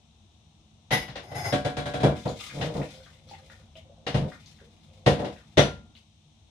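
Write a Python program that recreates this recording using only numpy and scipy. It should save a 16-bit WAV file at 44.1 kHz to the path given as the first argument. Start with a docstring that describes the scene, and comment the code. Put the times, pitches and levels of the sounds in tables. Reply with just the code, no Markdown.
"""Crockery clinks and scrapes at a kitchen sink: a plate, a dish rocking to rest, a mug set down at the end.
A wet sponge crackles, water drips and the drain gurgles, over a low background murmur and hiss.
The place is a small tiled kitchen, heard by two microphones from a few steps away.
Blows sound noise bursts and ringing modes of basin and crockery; random clicks drive scrapes, foam and
drain through such responses; drips are short tones of rising pitch."""
import sys
import numpy as np
from scipy import signal
from scipy.fft import rfft, irfft, next_fast_len
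from scipy.io import wavfile

SR = 44100
rng = np.random.default_rng(int(sys.argv[2]) if len(sys.argv) > 2 else 0)


def store_wav(level_fs):
    """Save 16-bit WAV to argv[1]."""
    pcm = np.round(np.clip(np.atleast_2d(level_fs), -1, 1) * 32767)
    wavfile.write(sys.argv[1], SR, pcm.T.astype(np.int16))


N = 286643
TIME = np.arange(N) / SR
TAIL = TIME[:SR * 3 // 4]   # time axis of one blow or response, 0.75 s

# All levels in the tables are relative: the sources below add their own mix gains.
# Blows of each piece on the basin: (time [s], force [dB], hardness of the contact [dB])
PLATE_HITS = [(0.912, -24.5, 0), (0.923, -25, 3.5), (1.013, -44.5, 6), (1.345, -39, -5)]
DISH_ROCKS = [(1.523, -20.5, -4), (1.647, -24, -5), (1.767, -26.5, -3.5), (1.856, -30, -2),
              (1.936, -27.5, -4), (2.001, -27.5, -8), (2.031, -11, -15)]
MUG_HITS = [(5.571, -14.5, -4), (5.576, -6.5, -9.5)]
# Crockery held in the hand bumps the basin: (time [s], force [dB], hardness [dB], boom [dB])
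BUMPS = [(0.906, -26, 0, -8), (1.08, -42.5, 4, 3.5), (1.155, -32, -1, -18.5), (1.315, -33.5, -12, -18),
         (2.253, -20, -22, -8.5), (2.611, -31.5, 4, -1.5), (2.748, -25, -22, -3.5),
         (4.065, -26, -0.5, -7.5), (4.143, -20, -8.5, -0.5), (5.061, -9.5, -9, -7),
         (5.19, -25.5, -13.5, -6.5), (5.244, -29.5, -6.5, -8)]
# Plate edge sliding: (start [s], length [s], grinding [dB], singing [dB])
SCRAPES = [(0.925, 0.075, -50, -43.5), (1.22, 0.13, -40.5, -60), (1.337, 0.18, -31.5, -45)]
# Crockery dragged over the basin floor: (start [s], length [s], boom [dB], rub [dB])
DRAGS = [(2.49, 0.29, -23.5, -30.5), (2.735, 0.13, -22, -29.5), (4.17, 0.131, -20, -34),
         (5.13, 0.19, -30.5, -27)]
# Squeezes of the wet sponge: (start [s], length [s], level [dB])
SQUEEZES = [(2.12, 0.32, -47.5), (2.34, 0.52, -43.5), (2.68, 0.67, -54), (3.22, 0.61, -60),
            (4.17, 0.62, -59.5), (4.65, 0.96, -65.5), (5.15, 0.53, -63.5)]
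# The loudest drips and squelches: (time [s], level [dB], starting pitch [Hz])
DRIPS = [(2.279, -35, 4400), (2.401, -40.5, 2740), (2.497, -32.5, 2120), (2.816, -33.5, 1965),
         (2.947, -47, 3500), (3.062, -44, 1750), (3.289, -43.5, 4140), (3.336, -42.5, 2060),
         (3.499, -39, 1750), (3.755, -41, 2940), (4.318, -37, 1810), (4.46, -45.5, 4300),
         (4.589, -47, 1980), (5.361, -44.5, 1775), (5.952, -45.5, 3670)]
# Air gulped by the waste pipe: (time [s], level [dB], starting pitch [Hz])
GLUGS = [(3.312, -40, 779), (3.755, -46, 626), (3.894, -52.5, 566), (4.614, -47.5, 483)]
# Water trickling in the drain: (start [s], length [s], level [dB])
GURGLES = [(2.91, 0.123, -51.5), (3.05, 0.66, -62), (3.72, 0.69, -59.5), (4.85, 0.25, -62)]
# Level of the low background: (time [s], level [dB]), lower for a moment after the last blow
MURMUR = [(0, -56.5), (3.4, -53.5), (5.9, -53.5), (6.1, -60), (6.5, -56.5)]

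# Ringing modes of basin, free crockery, a hand-damped piece and the sliding plate:
# (frequency [Hz], level [dB], 60 dB decay [s])
BASIN_BOOM = [(66, -13, 0.12), (118.2, 0.5, 0.12), (144.5, 1.5, 0.25), (198.7, -6.5, 0.34)]
BASIN_WALLS = [(295, -10, 0.34), (402, -13.5, 0.28), (477.4, 4.5, 0.29), (573, -10.5, 0.37),
               (578, 5.5, 0.098), (647, -13, 0.12), (735, -5, 0.3), (905, -4, 0.073), (1003, -8.5, 0.39)]
PLATE_MODES = [(750, -8, .2), (876, -9, .18), (1963, 1, .21), (2105, -7, .16), (2200, -8, .15),
               (2929, -15, .28), (3822, -16, .25), (5090, -17, .24), (5760, -20, .2), (6420, -17, .22),
               (9060, -20, .2), (9900, -21, .22), (11050, -16, .21), (12520, -23, .22), (13900, -23, .22)]
DISH_MODES = [(275, -2, .28), (586, 0, .32), (733, 0, .34), (1122, -13, .33), (1391, -13, .36),
              (1516, -12, .36), (1640, -9, .4), (2326, -16, .33), (3354, -13, .26), (3957, -12, .22)]
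MUG_MODES = [(1395, -4, .42), (1890, -6, .2), (2035, -4, .17), (2546, -8, .2), (2965, -5, .22),
             (3380, -3, .2), (3620, -1, .18), (3984, -5, .22), (5908, -3, .22)]
HELD_MODES = [(769, 2.5, 0.097), (1089, -4.5, 0.081), (1898, 0, .11), (2850, -8, 0.22), (3990, -10.5, 0.1),
              (5010, -16, .15)]
SINGING_MODES = [(2010, 10, 0.14), (2090, 3.5, 0.27), (3490, -8.5, 0.33), (5090, 2.5, 0.35),
                 (6490, 0, 0.11), (9840, -6, 0.2), (12500, -9.5, 0.22), (14000, -15.5, .2)]

# Noise spectra of a knock, from its low thud to its bright tick: (frequency [Hz], density [dB per Hz])
THUD = [(25, -27), (60, -4), (140, -10), (250, -8.5), (400, -20.5)]
BODY = [(170, -36), (280, 1), (420, -3), (600, 3), (760, -3.5), (1050, -13), (1400, -16), (2200, -33.5)]
CLACK = [(700, 4), (1200, -2), (1900, 3.5), (2450, -1), (3600, 0.5), (4500, -6.5), (6300, -12.5),
         (8000, -28)]
TICK = [(5000, -16), (7000, 10.5), (9000, 7), (10500, 2.5), (12500, -9.5), (14500, -25)]
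# Noise spectra of the plate's foot grinding, its grit, and the foam: (frequency [Hz], density [dB per Hz])
GRIND = [(90, 8), (250, -9.5), (380, 0), (500, -10), (760, 5.5), (890, -7), (1150, -17), (1700, -14.5)]
GRIT = [(900, 8), (1700, 7), (2100, 7.5), (2600, -3), (4600, -5.5), (5100, 8), (5600, -4), (6500, -2),
        (7500, -12), (9500, -2.5), (12500, -11), (14500, -21)]
FOAM = [(900, -6), (1500, -13.5), (2270, 1.5), (2750, -6.5), (3550, -0.5), (4300, -6), (6000, -8),
        (8500, -10), (12000, -21.5), (14500, -25.5)]
# Noise spectra of the background: (frequency [Hz], density [dB per Hz])
ROOM_TONE = [(15, -63), (25, -33), (48, -9), (102, -1), (125, -16.5), (157, -2), (179, -22), (216, -6.5),
             (275, -27), (314, -17), (351, -27), (571, -30), (702, -22), (1280, -33), (2200, -48),
             (2860, -75), (4840, -120)]
HISS = [(1500, -17.5), (2300, -7), (3000, -3), (3700, 1), (4700, -12), (5900, -6.5), (7300, -12),
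        (8400, -9.5), (10500, -27.5), (14000, -32.5)]

# Likeness of the two channels, limited to 1 in use: (frequency [Hz], correlation)
LIKENESS = [(100, 1.25), (250, 0.65), (500, 0.96), (1000, 0.06), (2000, 0.02), (12000, 0)]
# Balance of the two microphones: (frequency [Hz], left minus right [dB])
BALANCE = [(60, 2.3), (190, 1.5), (320, -2), (700, 1.4), (1300, 1), (2600, 6.5), (5500, 7.5), (7500, 2.5),
           (9500, -4), (13000, -9.5)]

# How each piece sounds: boom against the force, tick and ring against the clack [dB], basin swell [s]
PLATE_TOUCH = dict(boom_db=-6.5, tick_db=-24.5, ring_db=0.5, swell=0.007)
DISH_TOUCH = dict(boom_db=-5.5, tick_db=-20, ring_db=0.56, swell=0.011)
MUG_TOUCH = dict(boom_db=-9, tick_db=-23, ring_db=-8, swell=0.004)
BUMP_TICK_DB, BUMP_SWELL_S, HELD_RING_DB = -27, 0.0085, -5.5

# Attack and release of a stroke, as shares of its length
SCRAPE_ATTACK, SCRAPE_RELEASE = 0.059, 0.22
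DRAG_ATTACK, DRAG_RELEASE = 0.47, 0.45
SQUEEZE_ATTACK, SQUEEZE_RELEASE = 0.13, 0.63
GURGLE_ATTACK, GURGLE_RELEASE = 0.2, 0.2

# The higher a drip is pitched, the more spray comes with it; SPLASH_DB holds at SPLASH_HZ
SPLASH_DB, SPLASH_DB_PER_OCTAVE, SPLASH_HZ = -15, 10.5, 3000
HISS_DB = -66
KITCHEN_T60_S = 0.27
CUTOFF_HZ = 14600


def crockery():
    """Each blow sounds the basin and the piece itself, whose modes are damped when a hand holds it."""
    out = np.zeros((2, N))
    pieces = [
        (PLATE_HITS, PLATE_MODES, PLATE_TOUCH),
        (DISH_ROCKS, DISH_MODES, DISH_TOUCH),
        (MUG_HITS, MUG_MODES, MUG_TOUCH),
    ]
    for hits, modes, touch in pieces:
        for s, force_db, hardness_db in hits:
            add(out, s, blow(force_db, hardness_db, modes, **touch))
    for s, force_db, hardness_db, boom_db in BUMPS:
        clack_db = force_db + hardness_db
        tick_db = force_db + hardness_db / 2 + BUMP_TICK_DB
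        basin = knock(force_db, force_db + boom_db, clack_db, tick_db, BUMP_SWELL_S)
        held = from_db(clack_db + HELD_RING_DB) * ringing(HELD_MODES, BUMP_SWELL_S)
        add(out, s, basin + held)
    return out


def blow(force_db, hardness_db, modes, boom_db, tick_db, ring_db, swell):
    """Force drives the basin; a harder contact adds clack and tick, and rings the piece more."""
    clack_db = force_db + hardness_db
    basin = knock(force_db, force_db + boom_db, clack_db, clack_db + tick_db, swell)
    return basin + from_db(clack_db + ring_db) * ringing(modes, swell=0.012)


def knock(body_db, thud_db, clack_db, tick_db, swell):
    """The hard contact gives a bright clack; the basin's walls and its boom swell behind it."""
    thud = from_db(0.5) * ringing(BASIN_BOOM, swell * 1.4)
    thud = thud + from_db(-6.5) * burst(THUD, swell, t60=0.46)
    body = from_db(-9.5) * ringing(BASIN_WALLS, swell)
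    body = body + from_db(-6.5) * burst(BODY, swell, t60=0.26)
    clack = from_db(-4.5) * burst(CLACK, swell=0.0057, t60=0.29)
    clack = clack + from_db(-6.5) * burst(CLACK, swell=0.0039, t60=0.023)
    tick = from_db(2.2) * burst(TICK, swell=0.006, t60=0.28)
    low = from_db(thud_db) * thud + from_db(body_db) * body
    return low + from_db(clack_db) * clack + from_db(tick_db) * tick


def scrape():
    """The plate's unglazed foot catches and slips; as it slides, it sings with a few ringing modes."""
    grinding, singing = strokes(SCRAPES, SCRAPE_ATTACK, SCRAPE_RELEASE)
    slips = grains(per_s=2400, spread_db=3.5) * uneven(per_s=76, spread_db=3.5)
    low = through(slips * grinding, burst(GRIND, swell=0.0039, t60=0.16))
    grit = through(slips * singing, burst(GRIT, swell=0.00072, t60=0.16))
    song = through(slips * singing, ringing(SINGING_MODES, swell=0.002))
    return from_db(-3) * low + from_db(4) * grit + from_db(6.5) * song


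def drags():
    """Wet crockery judders over the basin floor and drives its low modes."""
    booming, rubbing = strokes(DRAGS, DRAG_ATTACK, DRAG_RELEASE)
    slips = judder(hz=141.3, jitter=0.13)
    damped = [(hz, db, t60 * 0.12) for hz, db, t60 in BASIN_BOOM]
    boom = through(slips * booming, ringing(damped, swell=0.002))
    walls = through(slips * rubbing, ringing(BASIN_WALLS, swell=0.0021))
    rub = through(slips * rubbing, burst(BODY, swell=0.00053, t60=0.21))
    return from_db(-8.5) * boom + from_db(-12) * walls + from_db(-4.5) * rub


def judder(hz, jitter):
    """Wet skin and glaze grip and let go almost regularly."""
    gaps = np.exp(jitter * rng.standard_normal(2000)) / hz
    at = (np.cumsum(gaps) * SR).astype(int)
    sizes = rng.uniform(0.23, 1, len(at))
    inside = at < N
    return rms_one(np.bincount(at[inside], sizes[inside], N))


def sponge():
    """Foam crackles as the sponge is squeezed, and flares up with each splash."""
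    splashes = np.zeros(N)
    for s, db, hz in DRIPS:
        splash_db = db + SPLASH_DB + SPLASH_DB_PER_OCTAVE * np.log2(hz / SPLASH_HZ)
        add(splashes, s, from_db(splash_db) * envelope(swell=0.03, t60=0.098))
    crackle = grains(per_s=380, spread_db=5) * squeeze() * uneven(per_s=28, spread_db=3)
    spray = from_db(1.5) * grains(per_s=870, spread_db=5.5) * splashes
    return through(crackle + spray, burst(FOAM, swell=0.00083, t60=0.19))


def squeeze():
    """How hard the sponge is worked, as a gain in time."""
    return strokes(SQUEEZES, SQUEEZE_ATTACK, SQUEEZE_RELEASE)[0]


def drips():
    """Drops and squelches patter in the basin and the waste pipe gulps, direct and through the room."""
    small = bubbles(DRIPS, count=5, spread=0.2, cycles=30, rise=0.25)
    fine = bubbles(trickle(count=330), count=1, spread=0, cycles=30, rise=0.2)
    large = bubbles(GLUGS, count=2, spread=0.11, cycles=69, rise=0.11)
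    room = burst([(200, 0), (14000, 0)], swell=0.002, t60=KITCHEN_T60_S)
    water = from_db(17.5) * (small + fine) + from_db(25.5) * large
    return from_db(-5) * water + from_db(-2.5) * through(water, room)


def bubbles(rows, count, spread, cycles, rise):
    """Each event frees bubbles of like size, the first the loudest; their pitch climbs as they ring."""
    out = np.zeros(N)
    for s, db, hz in rows:
        for k in range(count):
            size, wait = rng.standard_normal(), rng.random()
            pitch = hz * np.exp(spread * size * min(k, 1))   # the first keeps the listed pitch
            life = TAIL[:SR // 10] * pitch / cycles   # reaches 1 when the bubble is 60 dB down
            climbing = pitch * (1 + rise * np.minimum(life, 1))
            plink = np.sin(2 * np.pi * np.cumsum(climbing) / SR) * from_db(-60 * life)
            add(out, s + k * wait * 0.0072, from_db(db - 1.36 * k) * plink / np.linalg.norm(plink))
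    return out


def trickle(count):
    """Stray drops of many pitches, louder the harder the sponge is worked: (time [s], level [dB], pitch [Hz])."""
    when, size, pitch = rng.random((count, 3)).T
    s = when * TIME[-1]
    squeeze_db = 20 * np.log10(np.interp(s, TIME, squeeze()) + 1e-9)
    return np.column_stack([s, squeeze_db + 8 * size, 1200 * 3.5 ** pitch])


def drain():
    """Run-off gurgles in the hollow of the waste pipe."""
    hollow = burst([(450, -15.5), (540, -3), (600, -16.5), (720, -12.5)], swell=0.0019, t60=0.14)
    flow = strokes(GURGLES, GURGLE_ATTACK, GURGLE_RELEASE)[0]
    return through(grains(per_s=110, spread_db=-0.5) * flow, hollow)


def background():
    """A low murmur, with a level that moves in time, under a steady hiss."""
    murmur = gains(MURMUR)[0] * diffuse(ROOM_TONE, N)
    return murmur + from_db(HISS_DB) * diffuse(HISS, N)


def ringing(modes, swell):
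    """Clear modes, newly weighted at each call; reflections make high ones shimmer, differently in each ear."""
    hz, db, t60 = np.transpose(modes)
    strength = from_db(db + rng.standard_normal(len(hz)))
    strength = strength / np.linalg.norm(strength) * np.sqrt(2)
    out = 0
    for f, g, t in zip(hz, strength, t60):
        # a phase offset between the ears gives the likeness at this pitch
        apart = np.arccos(np.clip(at_hz(LIKENESS, f), -1, 1)) * rng.choice([-1, 1]) / 2
        direct = np.sin(2 * np.pi * (f * TAIL + rng.random()) + [[apart], [-apart]])
        wander = np.cumsum(rng.standard_normal((2, len(TAIL))), axis=1) * np.sqrt(0.09 * f / SR)
        reflected = np.sin(2 * np.pi * (f * TAIL + rng.random((2, 1))) + wander)
        share = np.clip((f - 1200) / 5000, 0, 0.65)   # more reflected sound at high pitch
        mixed = np.sqrt(1 - share) * direct + np.sqrt(share) * reflected
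        out = out + g * mixed * envelope(swell, t)
    return out


def burst(spectrum, swell, t60):
    """Countless close modes of basin and room, struck together, as decaying noise."""
    return diffuse(spectrum, len(TAIL)) * envelope(swell, t60)


def envelope(swell, t60):
    """Reflections pile up for a moment, then die away; the peak is 1."""
    shape = (1 - np.exp(-TAIL / max(swell, 1e-4))) * from_db(-60 * TAIL / t60)
    return shape / shape.max()


def diffuse(spectrum, size):
    """Stereo noise of a given colour, alike in the bass and unrelated in the treble."""
    n = next_fast_len(size, real=True)
    hz = np.arange(n // 2 + 1) * SR / n
    above = 1 / (1 + (hz / spectrum[-1][0] / 1.1) ** 8)
    below = 1 / (1 + (spectrum[0][0] / 1.1 / (hz + 1)) ** 8)
    alike = np.clip(at_hz(LIKENESS, hz), -1, 1)
    mid, side = rfft(rng.standard_normal((2, n)))
    both = np.sqrt(1 + alike) * mid + np.sqrt(1 - alike) * side * [[1], [-1]]
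    coloured = both * from_db(at_hz(spectrum, hz)) * above * below
    return rms_one(irfft(coloured, n)[:, :size])


def through(force, response):
    """Play a force through a stereo response of normalized energy."""
    unit_response = response / np.sqrt(np.sum(response ** 2) / 2)
    return signal.fftconvolve(force[None], unit_response, axes=1)[:, :N]


def grains(per_s, spread_db):
    """Random clicks of uneven size and either sign, at unit power."""
    sizes = from_db(spread_db * np.minimum(rng.exponential(1, N), 4)) * rng.choice([-1, 1], N)
    return rms_one(sizes * (rng.random(N) < per_s / SR))


def strokes(rows, attack, release):
    """One gain in time for each level column: every stroke swells, holds and lets go."""
    out = 0
    for s, length, *db in rows:
        done = (TIME - s) / length
        pressure = np.clip(np.minimum(done / attack, (1 - done) / release), 0, 1)
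        out = out + from_db(db)[:, None] * np.sin(np.pi / 2 * pressure) ** 2
    return out


def uneven(per_s, spread_db):
    """A gain that wanders at random, as the pressure of a hand does."""
    steps = rng.standard_normal(size=600)
    return from_db(spread_db * np.interp(TIME * per_s, np.arange(len(steps)), steps))


def gains(rows):
    """Level columns as gains in time, silent outside their span."""
    s, *columns = np.transpose(rows)
    return [from_db(np.interp(TIME, s, c, left=-200, right=-200)) for c in columns]


def from_db(db):
    """Decibels to gain."""
    return 10 ** (np.asarray(db) / 20)


def rms_one(x):
    """Scale to unit power."""
    return x / np.sqrt(np.mean(x ** 2) + 1e-20)


def at_hz(points, hz):
    """Read a spectrum on a log-frequency axis."""
    f, value = np.transpose(points)
    return np.interp(np.log(hz + 1), np.log(f), value)


def add(out, s, sound):
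    """Mix a sound in at time s."""
    i = round(s * SR)
    out[..., i:i + sound.shape[-1]] += sound[..., :N - i]


def scene():
    """The work at the sink over the low background."""
    return crockery() + scrape() + drags() + sponge() + drips() + drain() + background()


def record(dry):
    """The two microphones differ in colour and share a dip in the treble; deep bass and the top are cut."""
    n = next_fast_len(N + len(TAIL), real=True)
    hz = np.arange(n // 2 + 1) * SR / n
    # (frequency [Hz], level [dB])
    response = [(20, -11), (50, -2), (500, -1.0), (2000, -2.5), (6700, -1.5), (7500, -5.5), (8700, -3.0)]
    colour = at_hz(response, hz)
    sides = at_hz(BALANCE, hz) * np.array([[1], [-1]]) / 2
    heard = irfft(rfft(dry, n) * from_db(colour + sides), n)[:, :N]
    top_cut = signal.ellip(10, 0.2, 80, CUTOFF_HZ, fs=SR, output="sos")
    return signal.sosfilt(top_cut, heard)


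dry = scene()
out = record(dry)
store_wav(out)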